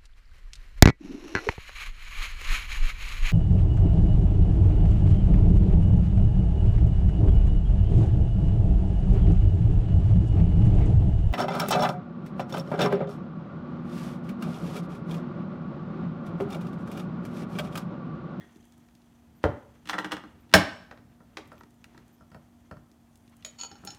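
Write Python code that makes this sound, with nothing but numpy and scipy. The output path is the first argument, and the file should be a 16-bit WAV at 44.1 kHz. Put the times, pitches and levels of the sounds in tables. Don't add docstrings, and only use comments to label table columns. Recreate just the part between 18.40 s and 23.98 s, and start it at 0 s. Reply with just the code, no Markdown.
import sys
import numpy as np
from scipy import signal
from scipy.fft import rfft, irfft
from scipy.io import wavfile
from scipy.ndimage import uniform_filter1d

SR = 44100
rng = np.random.default_rng(int(sys.argv[2]) if len(sys.argv) > 2 else 0)


def inscribe(sig):
    pcm = np.round(np.clip(np.atleast_2d(sig).T, -1, 1) * 32767)
    wavfile.write(sys.argv[1], SR, pcm.astype(np.int16))


def decibels_to_gain(level_db):
    exponent = np.asarray(level_db, float) / 20
    return 10 ** exponent


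N = 246078
T = np.arange(N) / SR
SIZE = 16384
HZ = np.arange(SIZE // 2 + 1) * SR / SIZE
HELD, LEANED = 1.1, 1.6


# start_s, level_db, weight_db (extra bass), hardness_db (extra treble)
KNOCKS = [
    (1.0396, -15.5, -4.5, -17.5),
    (2.803, -56.5, 2, -52),
    (3.117, -45.5, -34, -15),
    (3.807, -55, 2.5, -41),
    (3.916, -56, 8, -8),
    (3.945, -47, 0.5, -11.5),
    (4.311, -42.5, 1, -14.5),
    (4.368, -54, 4.5, -15),
    (5.436, -50, 2, -18),
]
# pitch_hz, width_hz, level_db
TABLE_MODES = [(96.57, 36, 2), (419, 25, -9), (594, 19, -1), (712, 14, -4), (897, 24, -12), (1214, 9.4, -7),
               (1413, 11, -11), (1700, 15, -23.5), (2010, 19, -21.5), (2460, 15, -37), (2610, 21, -26),
               (2810, 26, -30.5), (3080, 31, -19), (3800, 23, -28)]
# pitch_hz, width_hz, level_db
FOOT_MODES = [(124, 64, 0), (624, 29, -8), (974, 35, -19), (1360, 87, -11), (1820, 46, -22),
              (2410, 34, -33), (2700, 34, -36), (3460, 24, -41), (4450, 53, -35), (5360, 41, -37)]


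def set_down():
    table = ring(HZ, TABLE_MODES, LEANED, -8, 100, 1300)
    foot = ring(HZ, FOOT_MODES, LEANED, -15.5, 61.7, 860)
    landing = strike(blows(KNOCKS[:1], 3.2, -12.5), table, -2.1, even=0.67)
    return landing + strike(blows(KNOCKS[1:], 3.63, -5), foot, -0.46)


# start_s, level_db, weight_db, hardness_db
SLAMS = [
    (2.138, -7, -9, -1),
    (2.511, -44, -21, -8.5),
    (2.574, -55, -10, -8),
    (2.97, -38, -8, -1.5),
    (2.982, -57.5, 11, -18),
]
# pitch_hz, width_hz, level_db
BOWL_MODES = [(183, 15, 0), (296, 28, 0), (630, 31, -2), (845, 28, 0), (1500, 93, -6), (1850, 38, -2),
              (2130, 54, -11), (2370, 57, -8), (2830, 40, -8), (3490, 50, -14), (3740, 31, -14),
              (3990, 21, -13), (4110, 18, -13), (4420, 23, -17), (4580, 41, -16), (5360, 70, -3),
              (6020, 67, -17), (6760, 60, -12), (7550, 84, -18), (8070, 44, -22), (8340, 79, -23),
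              (9340, 61, -25), (10800, 52, -30), (11900, 50, -28)]
# pitch_hz, width_hz, level_db
SEAT_MODES = [(624, 36, -14), (1780, 120, -24), (2480, 41, -16), (3050, 92, -18), (3850, 51, -22),
              (4440, 33, -16), (5380, 61, -22), (6200, 65, -24), (6795, 29, 0), (11600, 130, -32)]


def slam():
    bowl = ring(HZ, TABLE_MODES[:1] + BOWL_MODES, HELD, -0.5, 840, 3100)
    seat = ring(HZ, SEAT_MODES[:5], 1.43, -12, 574, 3000)
    hit = strike(blows(SLAMS[:1], 5.5, -12.5), bowl, -1.0, even=.6)
    return hit + strike(blows(SLAMS[1:], 4.1, -19), seat, 0.17)


# start_s, level_db, weight_db, hardness_db, contact_ms
LEVER = [(1.455, -57.5, 2.5, 3, 5), (1.472, -51, -6.5, 3, 5.4), (1.489, -43, -13.5, 2, 2.4),
         (1.495, -28, -23.5, -4.5, 2.7), (1.53, -32.5, -19.5, -9.5, 7.6), (1.54, -30, -11, -15.5, 2.2),
         (1.581, -29.5, -20, -13.5, 5.3), (1.587, -29.5, -12, -5, 1.1), (1.644, -33.5, -7.5, -8, 5.7),
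         (1.711, -40, -9, -9, 3.7), (1.718, -33.5, -23.5, -1, 3.7), (1.724, -32.5, -7.5, -9.5, 3.4),
         (1.767, -39.5, -15.5, -7.5, 2.3), (1.837, -46, -2.5, -16, 3.6)]
# pitch_hz, width_hz, level_db
HINGE_MODES = [(940, 150, -2.5), (1327, 88, -0.5), (1950, 130, -3), (2270, 67, -8.5), (2850, 130, -9.5),
               (3455, 110, -7.5), (4060, 54, -19), (3940, 37, -15), (4320, 22, -21), (4430, 57, -20.5),
               (5220, 23, -22.5), (5700, 71, -19.5), (5970, 48, -23), (6460, 46, -21), (8300, 140, -28),
               (9270, 130, -29.5)]


def lever():
    knocks = []
    for *row, contact_ms in LEVER:
        knocks += blows([row], contact_ms, -13)
    body = ring(HZ, BOWL_MODES[:2] + HINGE_MODES, 1.8, -11, 900, 3500)
    return strike(knocks, body, 1.5, even=.35)


# start_s, level_db, weight_db, hardness_db
CLINKS = [
    (5.024, -70.5, -6, 14),
    (5.048, -47, -16, 10.5),
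    (5.062, -55, -11, -13),
    (5.188, -65, -4.5, 24),
    (5.211, -60.5, 4, 30.5),
    (5.233, -37, -27, 4),
    (5.247, -50, -22, 11),
]
# start_s, level_db, weight_db, hardness_db
TOUCHES = [
    (1.03, -65.5, -16, 8),
    (2.093, -70.5, 2, 5),
    (2.113, -58.5, -14.5, -0.5),
    (2.126, -49.5, 5, -1),
]
# start_s, level_db, weight_db, hardness_db
RIM_CLINKS = [
    (5.314, -47.5, -3, 1),
    (5.354, -51.5, -15, -2.5),
    (5.473, -42, -6, 6.5),
    (5.496, -49.5, -4.5, -16),
    (5.504, -54.5, 5, 15.5),
]
# start_s, level_db, weight_db, hardness_db
FADING = [
    (.001, -57, 0, -6.5),
]
# pitch_hz, width_hz, level_db
STRAINER_MODES = [(940, 90, -13), (1340, 72, -14), (2510, 27, -11), (2670, 42, -18), (2980, 130, -15),
                  (3400, 240, -23), (4450, 36, -2), (5340, 52, -15.5), (6785, 31, 4.5), (9500, 58, -47),
                  (10330, 57, -39), (11800, 92, -34)]
# pitch_hz, width_hz, level_db
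RIM_MODES = [(804, 43, -2.5), (1375, 54, -9), (1814, 20.4, -12), (2390, 38, -16.5), (3000, 140, -18),
             (3560, 57, -16), (4040, 72, -16), (4400, 110, -11.5), (5370, 35, -5.5), (6410, 170, -13.5),
             (6860, 99, -10.5), (10800, 87, -31)]
# pitch_hz, width_hz, level_db
PLATE_MODES = [(1880, 120, 0), (2080, 80, -3), (3350, 150, -4)]


def clinks():
    hinge = ring(HZ, HINGE_MODES, 0.68, -12, 890, 3500)
    plate = ring(HZ, PLATE_MODES, 0.77, -23.0, 200, 3600)
    seat = ring(HZ, SEAT_MODES, 1.0, -23.0, 770, 3600)
    strainer = ring(HZ, STRAINER_MODES, 1.0, -47, 410, 2700)
    rim = ring(HZ, RIM_MODES, 1.0, -23.5, 640, 3700)
    light_touches = blows(TOUCHES, 5.9, -14.5) + blows(CLINKS[:1], 2.3, -23)
    return (strike(light_touches, hinge, 0.18)
            + strike(blows(FADING, 32, -23), plate, 0.36)
            + strike(blows(CLINKS[1:3], 2.0, -9), seat, -0.92)
            + strike(blows(CLINKS[3:], 2.14, -31), strainer, -5.0)
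            + strike(blows(RIM_CLINKS, 2.13, -14), rim, -3.7))


# start_s, length_s, level_db
DRAG = [
    (5.075, .003, -62),
    (5.189, 0.0493, -34.5),
    (5.465, 0.017, -44),
]


def drag():
    grip_db_per_s, slip_db_per_s = 1700, 1196
    clicks = (rng.random(N) < 1100 / SR) * rng.standard_normal(N)
    clicks = unit_clicks = clicks * decibels_to_gain(3.2 * rng.exponential(size=N))
    out = np.zeros(N)
    for (start, length, db), modes in zip(DRAG, (SEAT_MODES, STRAINER_MODES, RIM_MODES)):
        body = irfft(ring(HZ, modes, 1.0, -45.0, 880, 2660), SIZE)
        before, after = np.maximum(start - T, 0), np.maximum(T - start - length, 0)
        gain = decibels_to_gain(db - 5.5 - grip_db_per_s * before - slip_db_per_s * after)
        out += signal.fftconvolve(unit(clicks) * gain, body / np.linalg.norm(body))[:N]
    return out


# start_s, level_db, pitch_octaves above 1 kHz, finger_thud_db
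POPS = [(0.159, -52, 2.5, -39.5), (.198, -73, 3.5, -46), (0.226, -60, 2.1, -50), (0.253, -54.5, 3.4, -59),
        (0.322, -50.5, 2.74, -61), (.379, -57, 3.5, -51.5), (0.486, -50, 1.1, -59),
        (0.551, -50.5, 2.55, -71), (0.618, -57, 2.2, -65), (3.055, -51.5, 1.3, -68), (3.075, -49, 4.1, -70),
        (3.129, -57, 3.6, -63), (3.18, -50, 1.8, -48), (3.208, -37.5, 0.19, -45), (3.234, -41, 0.88, -40.5),
        (3.306, -56, 2.94, -53), (3.342, -61, 3.8, -64), (3.442, -33, 1.38, -62.5),
        (3.546, -45.5, 0.12, -48), (3.577, -36.5, 0.77, -44.5), (3.68, -56, 3.2, -76),
        (4.515, -52.5, 2.47, -49), (4.756, -49, 2.86, -71.5), (4.774, -54, 3.8, -69),
        (4.877, -53.5, 2, -50), (4.896, -57, 3.3, -73), (4.967, -52.5, 3.5, -62), (5.4495, -35, 3.5, -37),
        (5.547, -42.5, 2.65, -69.5)]


def pulp():
    fall_db_per_octave, pop_ms, relative_width = 8.5, 2.4, 0.51
    body = ring(HZ, HINGE_MODES, 0.72, -9.0, 780, 12000)
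    range_octaves = np.log2(np.array(RANGES_HZ) / 1000)
    out = np.zeros(N)
    for start, db, octave, thud in POPS:
        levels = db - fall_db_per_octave * np.abs(range_octaves - octave)
        hz = 1000 * 2 ** octave
        cavity = ring(HZ, [(hz, relative_width * hz, 0)], 1, -3.5, 60, 16000)
        out += strike([(start, levels[0], thud, *levels[2:], pop_ms)], body * cavity, 0.12)
    return out


# start_s, effort_db, lightness_db (low when leaning on the table, high when fingertips brush)
HANDS = [(.1, -61.5, -5), (.23, -67, 4), (.4, -70.5, 1), (.63, -73, 2.5), (.86, -67.5, -6),
         (1.4, -65.5, -5), (1.9, -64.5, -9.5), (2.6, -68, -14.5), (2.77, -71.5, -8.5), (3.141, -60, -9),
         (3.3, -73, 1), (3.589, -61.5, -6.5), (3.8, -72, -1), (4.74, -73.5, -1.5), (5.09, -64.5, -1.5),
         (5.2, -63, -0.5), (5.4, -61.5, -6.5), (5.51, -60, -2)]


def hands():
    start, *controls = np.transpose(HANDS)
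    effort, light = (np.interp(T, start, c) for c in controls)
    rumble = noise(55, 240, 2.5, 20)
    rub = noise(380, 2600, 3.5, 60)
    rustle = noise(1800, 7500, 4.2, 150)
    skin = irfft(ring(HZ, PLATE_MODES + [(5960, 320, -4.5)], 1.8, -31.5, 900, 6000), SIZE)
    rustle = rustle + 1.1 * unit(signal.fftconvolve(rustle, skin)[:N])
    return (decibels_to_gain(effort - light - 3.23) * rumble
            + decibels_to_gain(effort - 5.0 + .1 * light) * rub
            + decibels_to_gain(effort + light - 10.5) * rustle)


# start_s, length_s, start_hz, end_hz, level_db
WHISTLES = [
    (0.954, 0.044, 14000, 13600, -71),
    (1.995, 0.042, 14100, 13000, -72),
    (3.175, 0.035, 13540, 13300, -65.5),
    (3.72, 0.041, 14000, 13330, -70.5),
    (3.761, 0.094, 5220, 5260, -78),
    (4.663, 0.28, 9000, 9680, -81.5),
]


def whistles():
    flutter = 0.68 + 0.85 * noise(60, 400, 1.5, 40)
    out = np.zeros(N)
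    for start, length, start_hz, end_hz, db in WHISTLES:
        u = np.clip((T - start) / length, 0, 1)
        glide_hz = start_hz + (end_hz - start_hz) * u
        out += decibels_to_gain(db) * np.sin(np.pi * u) * flutter * np.sin(2 * np.pi * np.cumsum(glide_hz) / SR)
    return out


# pitch_hz, level_db
HUM = [
    (236.9, -62.5),
    (285.3, -74.5),
    (328.4, -76.5),
    (710.6, -81.5),
]
# pitch_hz, level_db (per Hz)
AIR = [(15, -44.5), (26, -18.5), (70, -2), (186, -8), (237, -15), (286, -11.5), (465, -23.5), (716, -18.5),
       (2220, -34.5), (12800, -39.5), (15100, -39), (16300, -53)]


def kitchen():
    air_hz, air_db = np.transpose(AIR)
    f = np.fft.rfftfreq(N, 1 / SR) + 1
    colour = decibels_to_gain(np.interp(np.log(f), np.log(air_hz), air_db))
    air = unit(irfft(rfft(rng.standard_normal(N)) * colour, N))
    drift = unit(uniform_filter1d(rng.standard_normal(N), size=6000))
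    hum = np.zeros(N)
    for hz, db in HUM:
        phase = 2 * np.pi * np.cumsum(hz + 1.4 * np.roll(drift, 9000)) / SR
        hum += decibels_to_gain(db + 4.0 + drift) * np.sin(phase)
    return decibels_to_gain(-62) * air + hum


# pitch_hz, fade_s (time to fall 60 dB), level_db
ROOM = [(97, 0.22, 8.5), (262, 0.26, 8), (730, .36, 3), (2010, 0.36, -3.5), (3300, .36, -3.5),
        (5400, 0.27, -6.5), (12900, 0.13, 1.5)]


def room(x, wet_db):
    t = T[:2 * SIZE]
    f = np.fft.rfftfreq(len(t), 1 / SR)
    tail = np.zeros(len(t))
    for hz, fade_s, db in ROOM:
        fade = decibels_to_gain(db - 60 * t / fade_s) + decibels_to_gain(db - 12.5 - 32 * t / fade_s)
        echoes = irfft(rfft(rng.standard_normal(len(t))) * band(f, hz / 2.34, hz * 2.29))
        tail += fade * np.sqrt(hz / fade_s) * unit(echoes)
    tail *= np.clip((t - .003) / 0.0077, 0, 1)
    tail *= 1 + 4.2 * np.exp(-t / 0.0073)
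    return x + decibels_to_gain(wet_db) * signal.fftconvolve(x, tail / np.linalg.norm(tail))[:N]


def blows(rows, contact_ms, edge_db):
    return [(start, db, db + weight, db + hard, db + edge_db + 1.4 * hard, contact_ms)
            for start, db, weight, hard in rows]


RANGES_HZ = [1000, 150, 4200, 11000]


def strike(events, body, trim_db, even=.5):
    out, t = np.zeros(N + SIZE), np.arange(SIZE) / SR
    near = np.array([1 / (1 + (np.log((HZ + 1) / hz) / .5) ** 6) for hz in RANGES_HZ])
    ranges = near / near.sum(axis=0)
    fade_out = np.cos(np.pi / 2 * t / t[-1])
    for start, *dbs, contact_ms in events:
        contact = np.tanh(4000 * t / contact_ms) * np.exp(-1000 * t / np.clip(contact_ms, .3, 40))
        chatter = rfft(rng.standard_normal(SIZE) * contact)
        blow = body * chatter / causal(np.abs(chatter) ** even)
        power = uniform_filter1d(irfft(blow * ranges, SIZE) ** 2, size=256)
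        loudest = np.sqrt(power.max(axis=1))
        colour = (decibels_to_gain(np.array(dbs) + trim_db) / loudest) @ ranges
        i = int(start * SR)
        out[i:i + SIZE] += irfft(blow * causal(colour), SIZE) * fade_out
    return out[:N]


def ring(hz, modes, damping, crack_db, low_hz, high_hz):
    out = decibels_to_gain(crack_db) / (1 + 1j * hz / high_hz) ** 2 / (1 - 1j * low_hz / (hz + 1)) ** 2
    for k, (f, width, db) in enumerate(modes):
        half = damping * width / 2
        mode = half * (1 / (half + 1j * (hz + f)) - 1 / (half + 1j * (hz - f)))
        out = out + (-1) ** k * 1j * decibels_to_gain(db) * mode
    return out / (1 - 1j * 72 / (hz + 1)) ** 4


def causal(gain):
    cepstrum = irfft(np.log(gain + 1e-9), SIZE)
    cepstrum[1:SIZE // 2] *= 2
    cepstrum[SIZE // 2 + 1:] = 0
    return np.exp(rfft(cepstrum))


def noise(lo_hz, hi_hz, flicker_db, rate):
    k = int(SR / rate)
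    walk = uniform_filter1d(np.repeat(rng.standard_normal(N // k + 1), k), k)[:N]
    x = irfft(rfft(rng.standard_normal(N)) * band(np.fft.rfftfreq(N, 1 / SR), lo_hz, hi_hz), N)
    return unit(x * decibels_to_gain(flicker_db * walk))


def band(hz, lo_hz, hi_hz):
    return 1 / ((1 - 1j * lo_hz / (hz + 1e-9)) * (1 + 1j * hz / hi_hz)) ** 3


def unit(x):
    return x / np.sqrt(np.mean(x ** 2))


def scene():
    juicer = set_down() + slam() + lever() + clinks() + drag()
    pops = pulp()
    in_room = room(juicer + 0.162 * pops, -3.5)
    return (in_room + 0.184 * pops + hands() + whistles() + kitchen())[None]


def band_limit(x):
    return signal.sosfilt(signal.butter(12, 16490, fs=SR, output="sos"), x)


def record(dry):
    rounded = 1.25 * np.tanh(.85 * dry)
    no_bass = signal.sosfilt(signal.butter(2, 44, "high", fs=SR, output="sos"), rounded)
    mix = signal.sosfilt(signal.ellip(8, .2, 70, 16200, fs=SR, output="sos"), no_bass)
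    return band_limit(mix)


dry = scene()
out = record(dry)
inscribe(out)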